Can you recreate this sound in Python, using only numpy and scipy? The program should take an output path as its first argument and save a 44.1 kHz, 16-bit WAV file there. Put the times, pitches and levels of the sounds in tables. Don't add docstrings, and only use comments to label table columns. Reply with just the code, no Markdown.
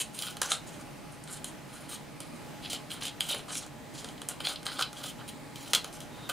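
import sys
import numpy as np
from scipy import signal
from scipy.fft import rfft, irfft
from scipy.io import wavfile
from scipy.ndimage import uniform_filter1d

SR = 44100
rng = np.random.default_rng(int(sys.argv[2]) if len(sys.argv) > 2 else 0)


def wav_record(signal):
    frames = np.transpose(np.atleast_2d(signal))
    bounded = np.clip(frames, -1, 1)
    quanta = np.round(bounded * 32767).astype(np.int16)
    wavfile.write(sys.argv[1], SR, quanta)


def gain_from_db(level_db):
    decades = np.asarray(level_db, float) / 20
    return 10 ** decades


N = 278712


def rms_one(x):
    return x / np.sqrt(np.mean(x ** 2) + 1e-20)


def in_time(rows):
    s, *columns = np.transpose(rows)
    t = np.arange(N) / SR
    return np.array([np.interp(t, s, column, left=-120, right=-120) for column in columns])


def at_hz(points, hz):
    point_hz, point_db = np.transpose(points)
    return np.interp(np.log(hz), np.log(point_hz), point_db)


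def drift(rate_hz):
    r = np.exp(-2 * np.pi * rate_hz / SR)
    settle = 9000
    noise = rng.standard_normal(N + settle)
    return rms_one(signal.lfilter([1], [1, -2 * r, r * r], noise)[settle:])


def resonate(x, hz, width):
    r = np.exp(-np.pi * width / SR)
    zeros = np.array([1, 0, -1]) * (1 - r * r) / 2
    return signal.lfilter(zeros, [1, -2 * r * np.cos(2 * np.pi * hz / SR), r * r], x)


def even(x, size):
    spectrum = rfft(x)
    colour = np.sqrt(uniform_filter1d(np.abs(spectrum) ** 2, size, axis=-1))
    return irfft(spectrum / colour, x.shape[-1])


def whistle(hz, width):
    once = resonate(rng.standard_normal(N), hz, width)
    return rms_one(resonate(once, hz, width))


def room_tone(patchy_db):
    # f/Hz, level/dB per Hz
    hum = [(25, -12), (50, -7.5), (85, -11.5), (125, -3), (155, 2), (200, -8.5), (255, 3), (320, -8),
           (420, -9.5), (800, -10.5), (1100, -15.5), (2500, -19), (4000, -24.5), (9000, -28),
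           (16000, -36.5)]
    # f/Hz, correlation [-1..1]
    likeness = [(60, 0.031), (130, 0.34), (300, 0.29), (700, 0.36), (1500, 0.72), (4000, 0.7),
                (15000, 0.57)]
    out = 0
    edges = 20 * 2 ** (np.arange(30) / 3)
    white = rng.standard_normal((2, 2, N))
    flicker = [drift(1.9) for k in range(3)]
    for k, (low, high) in enumerate(zip(edges, edges[1:])):
        band = signal.butter(2, [low, high], "band", fs=SR, output="sos")
        mid, side = signal.sosfilt(band, white[k % 2])
        hz = np.sqrt(low * high)
        alike = np.clip(at_hz(likeness, hz), -1, 1)
        gain = gain_from_db(at_hz(hum, hz) + patchy_db * flicker[k % 3])
        out = out + gain * (np.sqrt(1 + alike) * mid + np.sqrt(1 - alike) * side * [[1], [-1]])
    return gain_from_db(-46) * rms_one(out)


def appliance():
    # f/Hz, width/Hz, level/dB rms
    whines = [
        (839, 10, -67),
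        (151.8, 25, -61),
        (123, 8.9, -71),
        (605, 14, -65.5),
    ]
    hums = sum(gain_from_db(db) * whistle(hz, width) for hz, width, db in whines)
    motor_hz, motor_db = 835.0, -61.5
    wander = 1.46 * drift(2.6)
    motor = np.sqrt(2) * np.sin(2 * np.pi * motor_hz * np.arange(N) / SR + wander)
    return hums + gain_from_db(motor_db) * motor


def strokes(rows, peak, bulge):
    level, t = np.zeros((3, N)), np.arange(N) / SR
    for s, length, db, sheet_db, edge_db in rows:
        span = slice(max(round(s * SR), 0), round((s + length) * SR))
        part = np.interp(t[span] - s, [0, peak * length, length], [0, .5, 1])
        arch = np.abs(np.sin(np.pi * part)) ** bulge
        level[:, span] += gain_from_db(db + np.array([[0], [sheet_db], [edge_db]])) * arch
    return level


def cuts():
    bites = [(-.01, 0.036, -31.5, -13.5, 3), (.425, 0.057, -43, 3.5, -1), (1.45, 0.061, -49.5, -15, 2),
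             (2.21, 0.069, -55, -8, 1), (2.697, 0.077, -38, -14, -5.5), (2.897, 0.095, -46.5, -2.5, 0.5),
             (3.007, 0.098, -40.5, -11.5, -4), (3.2, 0.12, -44, -9.5, 0.5), (3.285, 0.07, -36, -10, -3.5),
             (3.48, 0.059, -43, -5, -1.5), (4.287, 0.056, -46.5, 0.5, -2), (4.4, .03, -47, -11, -4),
             (4.485, 0.056, -39, -6.5, -2.5), (4.665, 0.19, -45, -2, -5.5), (4.785, 0.052, -42, 6.5, 3),
             (5.032, .085, -42.5, -8, -1), (5.188, 0.037, -46, 3, -22), (5.277, 0.031, -46.5, -18, 0.5),
             (5.553, 0.13, -54.5, -10, 2.5), (5.735, 0.055, -38.5, -1, -2.5),
             (5.845, 0.055, -55.5, 0.5, -2), (5.925, 0.05, -52.5, -10, 8), (6.003, .04, -51, -5, 1),
             (6.29, 0.022, -40.5, 6, 3.5)]
    return strokes(bites, peak=0.079, bulge=0.63)


def tearing(lumps_db, per_s, spread_db):
    sizes = gain_from_db(spread_db * np.minimum(rng.exponential(1, N), 4)) * rng.choice([-1, 1], N)
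    grains = sizes * (rng.random(N) < per_s / SR)
    return rms_one(grains * gain_from_db(lumps_db * drift(47)))


def jolt(ms):
    t = np.arange(1024) / SR
    rise_s = 0.00045
    return np.exp(-t * 2000 / max(ms, .3)) * np.minimum(t / rise_s, 1)


def catches():
    # t/s, level over the stroke/dB
    snags = [(.0074, -9), (0.189, 22.5), (.2221, 19.5), (.234, 15.5), (.246, 4), (.258, 11), (.2667, 19),
             (.273, 17), (0.2832, 17), (0.5173, 13), (1.275, 20), (2.731, 17.5), (2.7452, -3), (2.9038, 15),
             (2.9154, 20.5), (3.022, 10), (3.0347, 18), (3.0525, 18), (3.0806, 21.5), (3.206, 24.5),
             (3.2954, 3), (3.313, 9), (3.3467, 20.5), (3.386, 16), (3.3921, 15), (3.505, 11), (3.553, 21.5),
             (4.4697, 21.5), (4.7183, 13), (5.0387, 8)]
    shares = [
        [1.0],
        [1],
        [0.66],
    ]
    marks = np.zeros(N)
    for s, db in snags:
        marks[round(s * SR)] = gain_from_db(db)
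    return 1 + signal.fftconvolve(marks, jolt(ms=1.85))[:N] * np.array(shares)


def slides():
    slips = [(.12, 0.12, -52.5, -10, 3.5), (.18, 0.18, -47, -5, 1.5), (.47, 0.11, -38.5, -2.5, 4),
             (.66, 0.054, -56.5, -17, 6.5), (.705, 0.075, -58.5, -12, 2), (.78, 0.053, -62, 7, 6.5),
             (1.11, 0.057, -69, 0, 12), (1.26, 0.14, -50.5, -2, 5.5), (1.66, 0.29, -55.5, -0.5, 1),
             (1.88, 0.099, -44.5, -8, 1), (2.33, 0.058, -70, 4, 11.5), (2.615, 0.087, -47, -24, -4),
             (3.32, 0.11, -46, -3.5, -1), (3.515, 0.1, -41.5, -14, 5), (3.6, 0.061, -50.5, 2.5, -0.5),
             (3.925, 0.12, -51.5, -9, 2.5), (4.0, 0.16, -57, 0, 1.5), (4.43, .075, -35.5, -14, -6),
             (5.695, 0.028, -66, -7, 8), (4.65, 0.023, -41.5, -2, -1), (4.93, 0.14, -47.5, -3, -5.5),
             (5.62, 0.16, -52.5, -6, -2), (6.11, 0.23, -58, -1, -12)]
    return strokes(slips, peak=0.38, bulge=1.45)


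def cracks(trim_db):
    # t/s, blade peak level/dB, sheet re blades/dB, edge re blades/dB
    snaps = [(0.3679, -30, -9, -8.5), (.416, -18.5, -4, -2), (0.43, -25, -22, -4.5),
             (1.238, -53, -10, 10.5), (1.4431, -27, -17, -2.5), (2.203, -32.5, -10, -2),
             (3.6634, -45, 2.5, 1), (4.044, -27, -9.5, -11.5), (4.087, -32.5, -23, -12),
             (4.178, -35.5, -26, -19), (4.2166, -28.5, -10, -8.5), (4.2867, -32, -17, 7.5),
             (4.4034, -24, -10, -19), (4.5578, -23, -30, -25), (4.629, -36.5, -11, -9),
             (4.665, -17, -13.5, -16), (4.7911, -18.5, -6, -19), (4.8095, -18.5, -6.5, -11.5),
             (4.8229, -12, -32, -20), (4.828, -19, -13, -29), (4.9287, -36, -4, -5),
             (5.2881, -28.5, -27, -12), (5.5571, -31, -32, -9.5), (5.733, -8, -14, -11),
             (5.7376, -15.5, -32, -8), (5.7482, -7, -24, -11), (5.7559, -19, -14, -13),
             (5.8436, -25.5, -8.5, -9), (6.0037, -34.5, -24, -5), (6.296, -18.5, -12, -13.5)]
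    drive, shape = np.zeros((3, N + 1024)), jolt(ms=4)
    noise = shape * rng.standard_normal((len(snaps), 3, 1024))
    bursts = even(noise, size=9) * np.linalg.norm(shape) * (shape > 1e-3)
    for (s, db, sheet_db, edge_db), burst in zip(snaps, bursts):
        i = round(s * SR)
        level_db = db + np.array([0, sheet_db, edge_db]) + trim_db
        drive[:, i:i + 1024] += gain_from_db(level_db)[:, None] * burst
    return drive[:, :N]


def body(x, modes, lean_db, curl_db, top_hz):
    hz, width, db = np.transpose(modes)
    octaves = np.log2(hz / np.median(hz))
    wander_db = 1.47 * np.array([drift(11.0) for f in hz])
    lean = gain_from_db(np.outer(octaves, lean_db) - np.outer(octaves ** 2, curl_db) + wander_db)
    power = width * gain_from_db(2 * db)
    share = power / np.sum(power)
    lean = lean / np.sqrt(share @ lean ** 2)
    click = np.eye(1, 4096)[0]
    rings, click_rings = 0, 0
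    for k in range(len(hz)):
        gain = (-1) ** k * gain_from_db(db[k])
        rings = rings + gain * resonate(x * lean[k], hz[k], width[k])
        click_rings = click_rings + gain * resonate(click, hz[k], width[k])
    dull = signal.butter(2, min(top_hz, .45 * SR), fs=SR, output="sos")
    return signal.sosfilt(dull, rings) / np.sqrt(np.sum(click_rings ** 2))


def scissors():
    # f/Hz, width/Hz, level/dB
    blades = [(2340, 580, -11), (3090, 253, 1.5), (3390, 295, -1.5), (3660, 128, -2), (4040, 214, -0.5),
              (4910, 530, -9)]
    # f/Hz, width/Hz, level/dB
    sheet = [(493, 132, -0.5), (779, 121, 0.5), (1102, 360, -1.5), (1350, 280, 2), (1562, 135, 0),
             (2025, 210, -13.5)]
    # f/Hz, width/Hz, level/dB
    edge = [(6040, 2000, -7.5), (6670, 290, -2), (7200, 520, -9.5), (8500, 770, -5.5), (9670, 1380, -7),
            (11630, 1550, -11.5), (13800, 3400, -15)]
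    tops_hz = (6600, 3100, 17000)
    # t/s, blades, sheet, edge [dB per octave]
    grip = [(0, -5, -2, 3), (.27, -3, 3.5, 7), (.47, -2, 5.5, -6.5), (1.3, 3, 12, 4), (1.9, 4, 5, 8),
            (2.73, 0, -5, 1), (2.92, -2, 8, 4), (3.06, -8, -3, -1), (3.22, 1, 7, 4.5), (3.35, -4, -5, 5),
            (3.56, -3, 7, -8.5), (4.05, 6, -4, -8), (4.3, -4, -1.5, 6.5), (4.67, 7, 7, 2),
            (4.82, 0, 4.5, -1), (5.2, -3, 3, 5.5), (5.74, -3.5, 4, -2.5), (6.3, -6, 2, 4)]
    # t/s, curl [dB per octave squared]
    curl = [(0, 23), (.27, 11), (.42, 0), (.53, 30), (.7, 20), (1.3, 40), (1.9, 15), (2.3, 22), (2.8, 9),
            (3.3, 11), (3.56, 26), (4.0, 16), (4.3, 21), (4.5, 10), (5.2, 6), (5.74, -5), (5.95, 9),
            (6.4, -3)]
    level = (cuts() + slides()) * catches()
    slip = gain_from_db(1.17 * drift(36))
    grains = [
        tearing(lumps_db=2.95, per_s=5000, spread_db=3.3),
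        tearing(lumps_db=3.44, per_s=4000, spread_db=2.7),
        tearing(lumps_db=3.2, per_s=11000, spread_db=3.2),
    ]
    drive = level * slip * grains + cracks(trim_db=np.array([-4.0, 3.0, 4.0]))
    lean_db = in_time(grip + [(7, 0, 0, 0)])
    curl_db = in_time(curl) * [[0], [0], [1]]
    bodies = zip(drive, (blades, sheet, edge), lean_db, curl_db, tops_hz)
    return sum(body(*settings) for settings in bodies)


def finger_rub():
    # t/s, level/dB
    rub = [
        (6.1, -90),
        (6.13, -61),
        (6.2, -61),
        (6.27, -53),
        (6.29, -90),
    ]
    return gain_from_db(in_time(rub)[0]) * whistle(3680, 260)


def room(x, t60_low, t60_high, spread, spread_high):
    t = np.arange(int(.4 * SR)) / SR
    white = rng.standard_normal((2, len(t)))
    dull = signal.lfilter([.3], [1, -.7], white)
    tails = dull * gain_from_db(-60 * t / t60_low) + (white - dull) * gain_from_db(-60 * t / t60_high)
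    tails = tails * np.clip((t - .002) / 0.0045, 0, 1)
    mid, side = even(tails, size=101) * (t > .002) * (t < .25)
    side_low = signal.lfilter([.3], [1, -.7], side)
    side = spread_high * side + (spread - spread_high) * side_low
    wall_dull = 0.22
    tail = signal.lfilter([1], [1, -wall_dull], mid + side * [[1], [-1]])
    tail = tail / np.sqrt(np.sum(tail ** 2) / 2)
    return signal.fftconvolve(x[None], tail, axes=1)[:, :N]


def scene():
    background = room_tone(patchy_db=1.3) + appliance()
    hands = scissors() + finger_rub()
    direct = hands * gain_from_db([[-.25], [.25]])
    reflections = room(hands, t60_low=0.21, t60_high=0.076, spread=0.041, spread_high=0.12)
    return direct + gain_from_db(-7.0) * reflections + background * gain_from_db([[-.4], [.4]])


def top_cut(x):
    return signal.sosfilt(signal.butter(12, 16510, fs=SR, output="sos"), x)


def record(dry):
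    top = signal.cheby2(10, 30, 16000, fs=SR, output="sos")
    mix = signal.sosfilt(top, dry)
    return top_cut(mix)


dry = scene()
out = record(dry)
wav_record(out)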